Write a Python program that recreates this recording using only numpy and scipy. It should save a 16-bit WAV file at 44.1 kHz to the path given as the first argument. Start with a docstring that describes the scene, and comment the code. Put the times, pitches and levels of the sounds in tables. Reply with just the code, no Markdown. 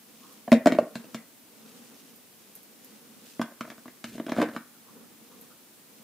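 """Plastic massage cups are dropped into a plastic bowl and picked out again, in a small furnished room.
Each knock makes the bowl boom, the air in a cup pop and the thin cup walls clack; the room echoes briefly.
Between the two bouts of clatter, hands turn a cup and wipe it with a napkin, which rubs, swishes,
squeaks and snaps. A steady hiss lies under it all."""
import sys
import numpy as np
from scipy import signal
from scipy.fft import rfft, irfft
from scipy.io import wavfile
from scipy.ndimage import uniform_filter1d

SR = 44100
rng = np.random.default_rng(int(sys.argv[2]) if len(sys.argv) > 2 else 0)


def file_out(sig):
    """Save sig as 16-bit WAV at sys.argv[1]."""
    # one column per channel
    cols = np.atleast_2d(sig).T
    # limit, then scale
    lim = np.clip(cols, -1, 1)
    pcm = np.round(lim * 32767).astype(np.int16)
    wavfile.write(sys.argv[1], SR, pcm)


N = 266011

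RING_SAMPLES = 8192  # length of one knock or pop
CUP_HZ = 610  # usual pitch of the air in a cup
# The bright crack of a hard contact. Columns: pitch_hz, level_db
CRACK_COLOUR = [(500, -32.5), (1500, 3), (2600, 0.5), (3700, 1), (5300, -2), (7000, -6.5), (9500, -13),
                (15500, -18)]


def knocks():
    """Cups hit the bowl and each other; a cup that lands on its rim gives a hollow pop."""
    # The hits. Columns: start_s, boom_db, clack_db, hardness (0 to 1), bowl_pitch_hz
    hits = [(0.479, -33, -39.5, 0, 237), (0.5177, -7.5, -21, 0.72, 245.6), (0.5265, -15.5, -27, 1, 245),
            (0.6586, -10.5, -23, 0.57, 267), (0.67, -14, -21, 0.61, 287), (0.721, -17, -28.5, 0.63, 270),
            (0.749, -24.5, -40, 0.7, 290), (0.7857, -21, -27, 0.25, 260), (0.824, -27.5, -52, .2, 276),
            (0.955, -30, -37, 0.96, 217), (1.042, -44.5, -56, 0.9, 248), (1.1454, -29.5, -38, 0.94, 230),
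            (3.3945, -20.5, -35.5, 0, 260), (3.4147, -29, -25.5, 0.38, 230),
            (3.608, -30.5, -29.5, 0.5, 242), (3.7011, -45, -40, .7, 239.5), (3.78, -46.5, -51.5, 0.6, 233),
            (3.8561, -41, -45, 0.1, 263), (3.88, -41.5, -45.5, 0.54, 254), (4.0418, -34, -35, 0.86, 228),
            (4.15, -38, -60, .6, 225), (4.18, -33.5, -44, .5, 255), (4.1983, -25.5, -39, .3, 279),
            (4.265, -30.5, -44, 0.85, 293), (4.294, -29, -40, 0.82, 268), (4.319, -22, -30, 0.4, 271),
            (4.383, -18, -35, .3, 239.7), (4.4, -21.5, -31.5, .3, 281), (4.416, -20.5, -24.5, 0.45, 292),
            (4.4257, -21.5, -29, .25, 275), (4.487, -32.5, -40, 0.37, 270), (4.5632, -30, -29.5, 0.23, 249)]
    # Landings on the rim. Columns: start_s, level_db, cup_pitch_hz
    rim_landings = [(0.477, -29.5, 661), (0.5253, -9.5, 574), (0.5361, -18, 583), (0.6589, -16, 657),
                    (0.67, -11, 592), (0.7857, -11.5, 580.5), (4.383, -27.5, 585.4), (4.4258, -20, 497)]
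    out = np.zeros(N)
    for start_s, *hit in hits:
        add(out, start_s, knock(*hit))
    for start_s, level_db, cup_hz in rim_landings:
        add(out, start_s, amp(level_db) * pop(cup_hz))
    return out


def knock(boom_db, clack_db, hardness, bowl_hz, air_db=-9.5):
    """One hit rings the bowl, stirs the air in the cups a little and clacks their walls."""
    hollow = boom(bowl_hz, boom_db) + amp(air_db) * pop(CUP_HZ)
    return amp(boom_db) * hollow + amp(clack_db) * clack(hardness)


def boom(bowl_hz, blow_db, light_fade_s=0.05, heavy_fade_s=0.4):
    """The bowl rings. A heavy blow lifts it off the cloth, so it rings longer."""
    # Tones of the loaded bowl. Columns: pitch_ratio, level_db, fade_ratio
    bowl_tones = [(.74, -14, 1.0), (1.001, 9.5, 0.49), (1.248, -4.5, 0.27)]
    fade_s = light_fade_s + (heavy_fade_s - light_fade_s) * amp(blow_db) ** 2
    tones = [(ratio * bowl_hz, db, fade_ratio * fade_s) for ratio, db, fade_ratio in bowl_tones]
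    return ring(tones, rise_s=0.0031)


def pop(cup_hz):
    """The air in a cup rings for a moment."""
    # Tones of the air in a hollow cup. Columns: pitch_ratio, level_db, fade_s
    air_tones = [(.8, -18.5, 0.047), (.92, -3.5, 0.027), (1.038, 11, 0.017)]
    return ring([(ratio * cup_hz, db, fade_s) for ratio, db, fade_s in air_tones], rise_s=0.0069)


def clack(hardness, soft_hz=1154, hard_hz=2220, soft_crack_db=-19, hard_crack_db=1.5, blur_share=0.63):
    """Thin cup walls ring briefly. A harder hit clacks higher and cracks more."""
    # Wall tones, cut short by the hands and the other cups. Columns: pitch_hz, level_db, fade_s
    wall_tones = [(1009, -2, .015), (1021, 4.5, 0.013), (1129, 0.5, 0.0222), (1570, -5.5, .018),
                  (1630, -6.5, 0.017), (1667, -2, .014), (1814, -8, 0.011), (2252, -4, 0.017),
                  (2496, -10, 0.013), (3015, -6, 0.023), (3390, -9.5, 0.03)]
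    # Many weaker wall tones that blur into noise. Columns: pitch_hz, level_db
    blur_colour = [(400, -24.5), (750, -1.5), (1000, 2.5), (2100, -2), (2550, -6), (3100, -6), (4200, -11),
                   (7000, -34)]
    walls = np.sqrt(1 - blur_share) * ring(wall_tones, rise_s=0.0006)
    walls += np.sqrt(blur_share) * burst(blur_colour, fade_s=0.028)
    focus_hz = soft_hz * (hard_hz / soft_hz) ** hardness
    focused = signal.lfilter(*signal.iirpeak(focus_hz, Q=1.05, fs=SR), walls)
    crack_db = soft_crack_db + (hard_crack_db - soft_crack_db) * hardness
    return unit_peak(focused) + amp(crack_db) * burst(CRACK_COLOUR, fade_s=0.022)


def jostles(spread_db=4, detune=0.16):
    """The heap of cups shifts, making light knocks at uneven moments."""
    # Spells of shifting. Columns: start_s, end_s, touches_per_s, level_db
    spells = [(0.702, 0.756, 50, -46), (3.434, 3.52, 63, -53.5), (3.631, 3.713, 54.6, -47),
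              (4.269, 4.36, 51.6, -39.5), (4.361, 4.448, 151, -34), (4.449, 4.558, 58, -45.5)]
    out = np.zeros(N)
    for start_s, end_s, per_s, level_db in spells:
        for slot_s in np.arange(start_s, end_s, 1 / per_s):
            db = level_db + rng.uniform(-spread_db, spread_db)
            pitch_ratio = 1 + rng.uniform(-detune, detune)
            touch = knock(boom_db=db, clack_db=db - 4, hardness=0.251, bowl_hz=260 * pitch_ratio)
            touch += amp(db - 3) * pop(CUP_HZ * pitch_ratio)
            add(out, slot_s + rng.random() / per_s, touch)
    return out


def slides():
    """Cups slide over each other, their rims scraping in a quick run of tiny slips."""
    # The slides. Columns: start_s, length_s, level_db
    moves = [(3.654, 0.053, -51), (4.055, 0.065, -45.5), (4.109, 0.072, -45.5), (4.33, 0.12, -44),
             (4.522, 0.061, -48.5)]
    # The sound of scraping rims. 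Columns: pitch_hz, level_db
    scrape_colour = [(300, 28), (900, -1), (2200, 9.5), (5000, 6), (8000, 2), (15000, -4)]
    grains = rng.standard_normal(N) * flutter(depth_db=3, samples=50)
    loudness = np.zeros(N)
    for start_s, length_s, level_db in moves:
        add(loudness, start_s, amp(level_db) * signal.windows.tukey(round(length_s * SR), 0.7))
    return loudness * unit_level(coloured(grains, scrape_colour))


def wiping(hold_db=-69, ramp_share=0.71, crackles_per_s=90):
    """Skin and napkin stick and slip on a cup: a lumpy dull rub, a grainy swish and fibres letting go."""
    # Passes of the hands over a cup. Columns: start_s, length_s, rub_db, swish_db
    passes = [(-0.05, 0.51, -59.5, -61), (0.845, 0.43, -54, -62), (1.4, 0.88, -56, -60.5),
              (2.3, 0.44, -71, -66), (2.6, 0.77, -58, -64), (3.178, 0.26, -61.5, -59),
              (3.608, 0.4, -62, -71), (4.788, 0.43, -56, -69.5), (5.147, 0.44, -56.5, -64.5),
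              (5.852, 0.37, -61.5, -67)]
    # The dull rub of skin. Columns: pitch_hz, level_db
    rub_colour = [(40, -47.5), (110, -12.5), (170, -11), (220, 4), (265, 0.5), (360, -16.5), (470, -3.5),
                  (620, -18.5), (1300, -18.5), (2500, -33), (6000, -59.5)]
    # The bright swish of the napkin. Columns: pitch_hz, level_db
    swish_colour = [(300, -17), (700, -12), (1400, -3.5), (2600, 3), (4500, 3.5), (8000, 2.5),
                    (15000, -5.5)]
    grip = np.full(N, amp(hold_db))  # fingers never stop rubbing the cup they hold
    stroke = np.zeros(N)
    for start_s, length_s, rub_db, swish_db in passes:
        speed = signal.windows.tukey(round(length_s * SR), ramp_share)  # speed up, hold, slow down
        add(grip, start_s, amp(rub_db) * speed)
        add(stroke, start_s, amp(swish_db) * speed)
    rub = grip * flutter(depth_db=2.14, samples=900) * stereo_noise(rub_colour)
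    grain = flutter(depth_db=1.6, samples=100) * flutter(depth_db=2.1, samples=1500)
    swish = stroke * grain * stereo_noise(swish_colour)
    releases = rng.choice([-1, 1], N) * (rng.random(N) < crackles_per_s / SR)
    release_db = -3 + 2 * np.minimum(rng.exponential(1, N), 2)
    tick = burst(CRACK_COLOUR, fade_s=0.0063, rise_s=0.0001, samples=SR // 20)
    crackle = signal.oaconvolve(stroke * amp(release_db) * releases, tick)[:N]
    return rub + swish + crackle


def snaps():
    """Fingers snap the napkin with tiny bright clicks."""
    # The snaps. Columns: start_s, level_db
    clicks = [(0.325, -53), (2.160, -52), (2.553, -43), (2.631, -51.5), (2.846, -47.5), (5.412, -47)]
    # The sound of one snap. Columns: pitch_hz, level_db
    snap_colour = [(2000, -26.5), (6000, -17), (9500, -14), (11500, -0.5), (13500, -2.5), (15500, -15.5)]
    out = np.zeros(N)
    for start_s, level_db in clicks:
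        snap = burst(snap_colour, fade_s=0.018, rise_s=0.000278, samples=SR // 8)
        add(out, start_s, amp(level_db) * snap)
    return out


def squeaks(fuzz_hz=110):
    """The napkin sticks and slips unevenly on plastic, making faint, fuzzy, gliding tones."""
    # The squeaks. Columns: start_s, length_s, start_pitch_hz, end_pitch_hz, level_db
    glides = [(.17, 0.2, 1090, 1202, -59.5), (1.155, 0.048, 2080, 2070, -55),
              (4.715, 0.083, 1477, 1300, -65.5), (4.856, 0.055, 1080, 1064, -59),
              (5.295, 0.077, 1000, 1176, -61.5), (5.485, 0.062, 1295, 1380, -60.5)]
    out = np.zeros(N)
    low_pass = signal.butter(2, fuzz_hz, fs=SR, output="sos")
    wobble = signal.sosfilt(low_pass, rng.standard_normal((2, N)))
    for start_s, length_s, start_hz, end_hz, level_db in glides:
        n = round(length_s * SR)
        phase = 2 * np.pi * np.cumsum(np.linspace(start_hz, end_hz, n)) / SR
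        wobble_a, wobble_b = wobble[:, round(start_s * SR):][:, :n]
        tone = unit_level(wobble_a * np.cos(phase) + wobble_b * np.sin(phase))
        add(out, start_s, amp(level_db) * np.hanning(n) * tone)
    return out


def room(sound, build_up_s=0.002):
    """The room adds a few quick echoes, some ringing tones and a short tail, wider in the treble."""
    # Echoes off the nearest surfaces. Columns: delay_s, gain
    echoes = [(.0029, 0.068), (.0086, 0.24), (0.0115, -0.16), (0.017, .08), (0.0286, -0.052),
              (0.0433, 0.077)]
    # How long the tail lasts. Columns: pitch_hz, fade_s
    tail_fades = [(100, 0.349), (240, 0.25), (600, 0.32), (1500, 0.36), (4000, 0.13), (12000, 0.11)]
    # How loud the tail is. Columns: pitch_hz, level_db
    tail_levels = [(100, -16.5), (240, -8.5), (600, -10), (1500, -6), (4000, -5.5), (12000, -6.5)]
    # How wide the tail is: its sides against its middle. 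Columns: pitch_hz, side_db
    tail_widths = [(100, -19), (600, -17), (1500, -9.5), (4000, -2.5), (10000, 9.5)]
    # Tones that ring between the walls (standing waves). Columns: pitch_hz, peak_gain_db, fade_s
    room_tones = [(180, -14, 0.38), (229, -5.5, 0.15), (475, -5, .35), (557, -7, 0.26), (630, -7.5, 0.13),
                  (666, -9, 0.32)]
    early = sound.copy()
    for delay_s, gain in echoes:
        add(early, delay_s, gain * sound)
    # the tail is noise that fades band by band; row 0 is the middle, row 1 the sides
    hz, t, bands = signal.stft(rng.standard_normal((2, SR // 2)), SR, nperseg=256)
    hz = hz[:, None]
    fade_s = look_up(tail_fades, hz)
    same_energy = np.sqrt(2 * np.log(1000) / (fade_s * SR))  # however long a band lasts
    bands *= fade(t, fade_s) * same_energy * amp(look_up(tail_levels, hz))
    bands[1] *= amp(look_up(tail_widths, hz))
    tail = signal.istft(bands, SR, nperseg=256)[1]
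    t = np.arange(tail.shape[1]) / SR
    for pitch_hz, peak_db, fade_s in room_tones:
        gain = amp(peak_db) * 2 * np.log(1000) / (fade_s * SR)
        tail[0] += gain * fade(t, fade_s) * np.cos(2 * np.pi * pitch_hz * t)
    tail *= 1 - np.exp(-(t / build_up_s) ** 2)
    middle, side = signal.fftconvolve(sound[None], tail, axes=1)[:, :N]
    return early + np.array([middle + side, middle - side])


def hiss(level_db=-53):
    """A soft, steady hiss in the background."""
    # The sound of the hiss. Columns: pitch_hz, level_db
    hiss_colour = [(20, -6.5), (60, -6), (120, -4), (235, 1.5), (340, -2.5), (480, -7), (700, -9),
                   (1300, -12), (2500, -12), (6000, -13), (11000, -11.5), (15500, -10)]
    return amp(level_db) * stereo_noise(hiss_colour)


def ring(tones, rise_s):
    """Fading tones (pitch_hz, level_db, fade_s) that build up while the contact lasts."""
    t = np.arange(RING_SAMPLES) / SR
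    hz, db, fade_s = np.transpose(tones)[:, :, None]
    sines = amp(db) * fade(t, fade_s) * np.sin(2 * np.pi * hz * t)
    return unit_peak(sines.sum(0) * (1 - np.exp(-t / rise_s)) ** 2)


def burst(colour, fade_s, rise_s=0.00013, samples=RING_SAMPLES):
    """A short puff of coloured noise."""
    t = np.arange(samples) / SR
    shape = fade(t, fade_s) * (1 - np.exp(-t / rise_s))
    return unit_peak(coloured(rng.standard_normal(samples), colour) * shape)


def stereo_noise(colour):
    """Coloured noise for left and right, alike in the bass and unrelated in the treble."""
    # How alike the two sides are. Columns: pitch_hz, likeness (1 = the same, 0 = unrelated)
    likeness = [(50, 0.5), (400, 0.72), (1000, 0.39), (2500, 0.35), (5000, .1), (9000, 0.037),
                (15000, -.05)]
    alike = look_up(likeness, np.fft.rfftfreq(N, 1 / SR))
    left, other = rfft(rng.standard_normal((2, N)))
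    right = alike * left + np.sqrt(1 - alike ** 2) * other
    return unit_level(coloured(irfft(np.array([left, right]), N), colour))


def flutter(depth_db, samples):
    """A random gain that wavers over about this many samples."""
    smooth = uniform_filter1d(uniform_filter1d(rng.standard_normal(N), samples), samples)
    return amp(depth_db * unit_level(smooth))


def coloured(x, colour):
    """Gives a sound a colour: a table of how strong each pitch is against the others."""
    n = x.shape[-1]
    return irfft(rfft(x) * amp(look_up(colour, np.fft.rfftfreq(n, 1 / SR))), n)


def look_up(table, hz):
    """Reads between the rows of a table, on a log-frequency axis."""
    row_hz, values = np.transpose(table)
    return np.interp(np.log(hz + 1), np.log(row_hz + 1), values)


def fade(t, fade_s):
    """A gain that falls by 60 dB every fade_s seconds."""
    return np.exp(-np.log(1000) * t / fade_s)


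def amp(db):
    """Turns decibels into a gain."""
    return 10 ** (np.asarray(db) / 20)


def unit_level(x):
    """Scales a sound to an average level (rms) of 1."""
    return x / np.sqrt(np.mean(x ** 2) + 1e-20)


def unit_peak(x):
    """Scales a sound so its loudest 3 ms have a level (rms) of 1."""
    return x / np.sqrt(uniform_filter1d(x ** 2, size=132, mode="constant").max() + 1e-20)


def add(mix, start_s, sound):
    """Mixes a sound in at start_s; a negative time counts as 0."""
    part = mix[max(round(start_s * SR), 0):][:len(sound)]
    part += sound[:len(part)]


def scene():
    """Clatter in the room, the wiping hands and the hiss."""
    handling = knocks() + jostles() + slides() + squeaks() + snaps()
    return room(handling) + wiping() + hiss()


def record(dry, low_cut_hz=140, ceiling=0.72, high_cut_hz=15600):
    """A small microphone drops the deep bass, rounds off the loudest peaks and cuts the top treble."""
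    thin = signal.sosfilt(signal.butter(2, low_cut_hz, "high", fs=SR, output="sos"), dry)
    rounded = thin / (1 + (thin / ceiling) ** 4) ** 0.25
    low_pass = signal.firwin(401, high_cut_hz, window=("kaiser", 9), fs=SR)
    return signal.oaconvolve(rounded, low_pass[None], "same")


dry = scene()
out = record(dry)
file_out(out)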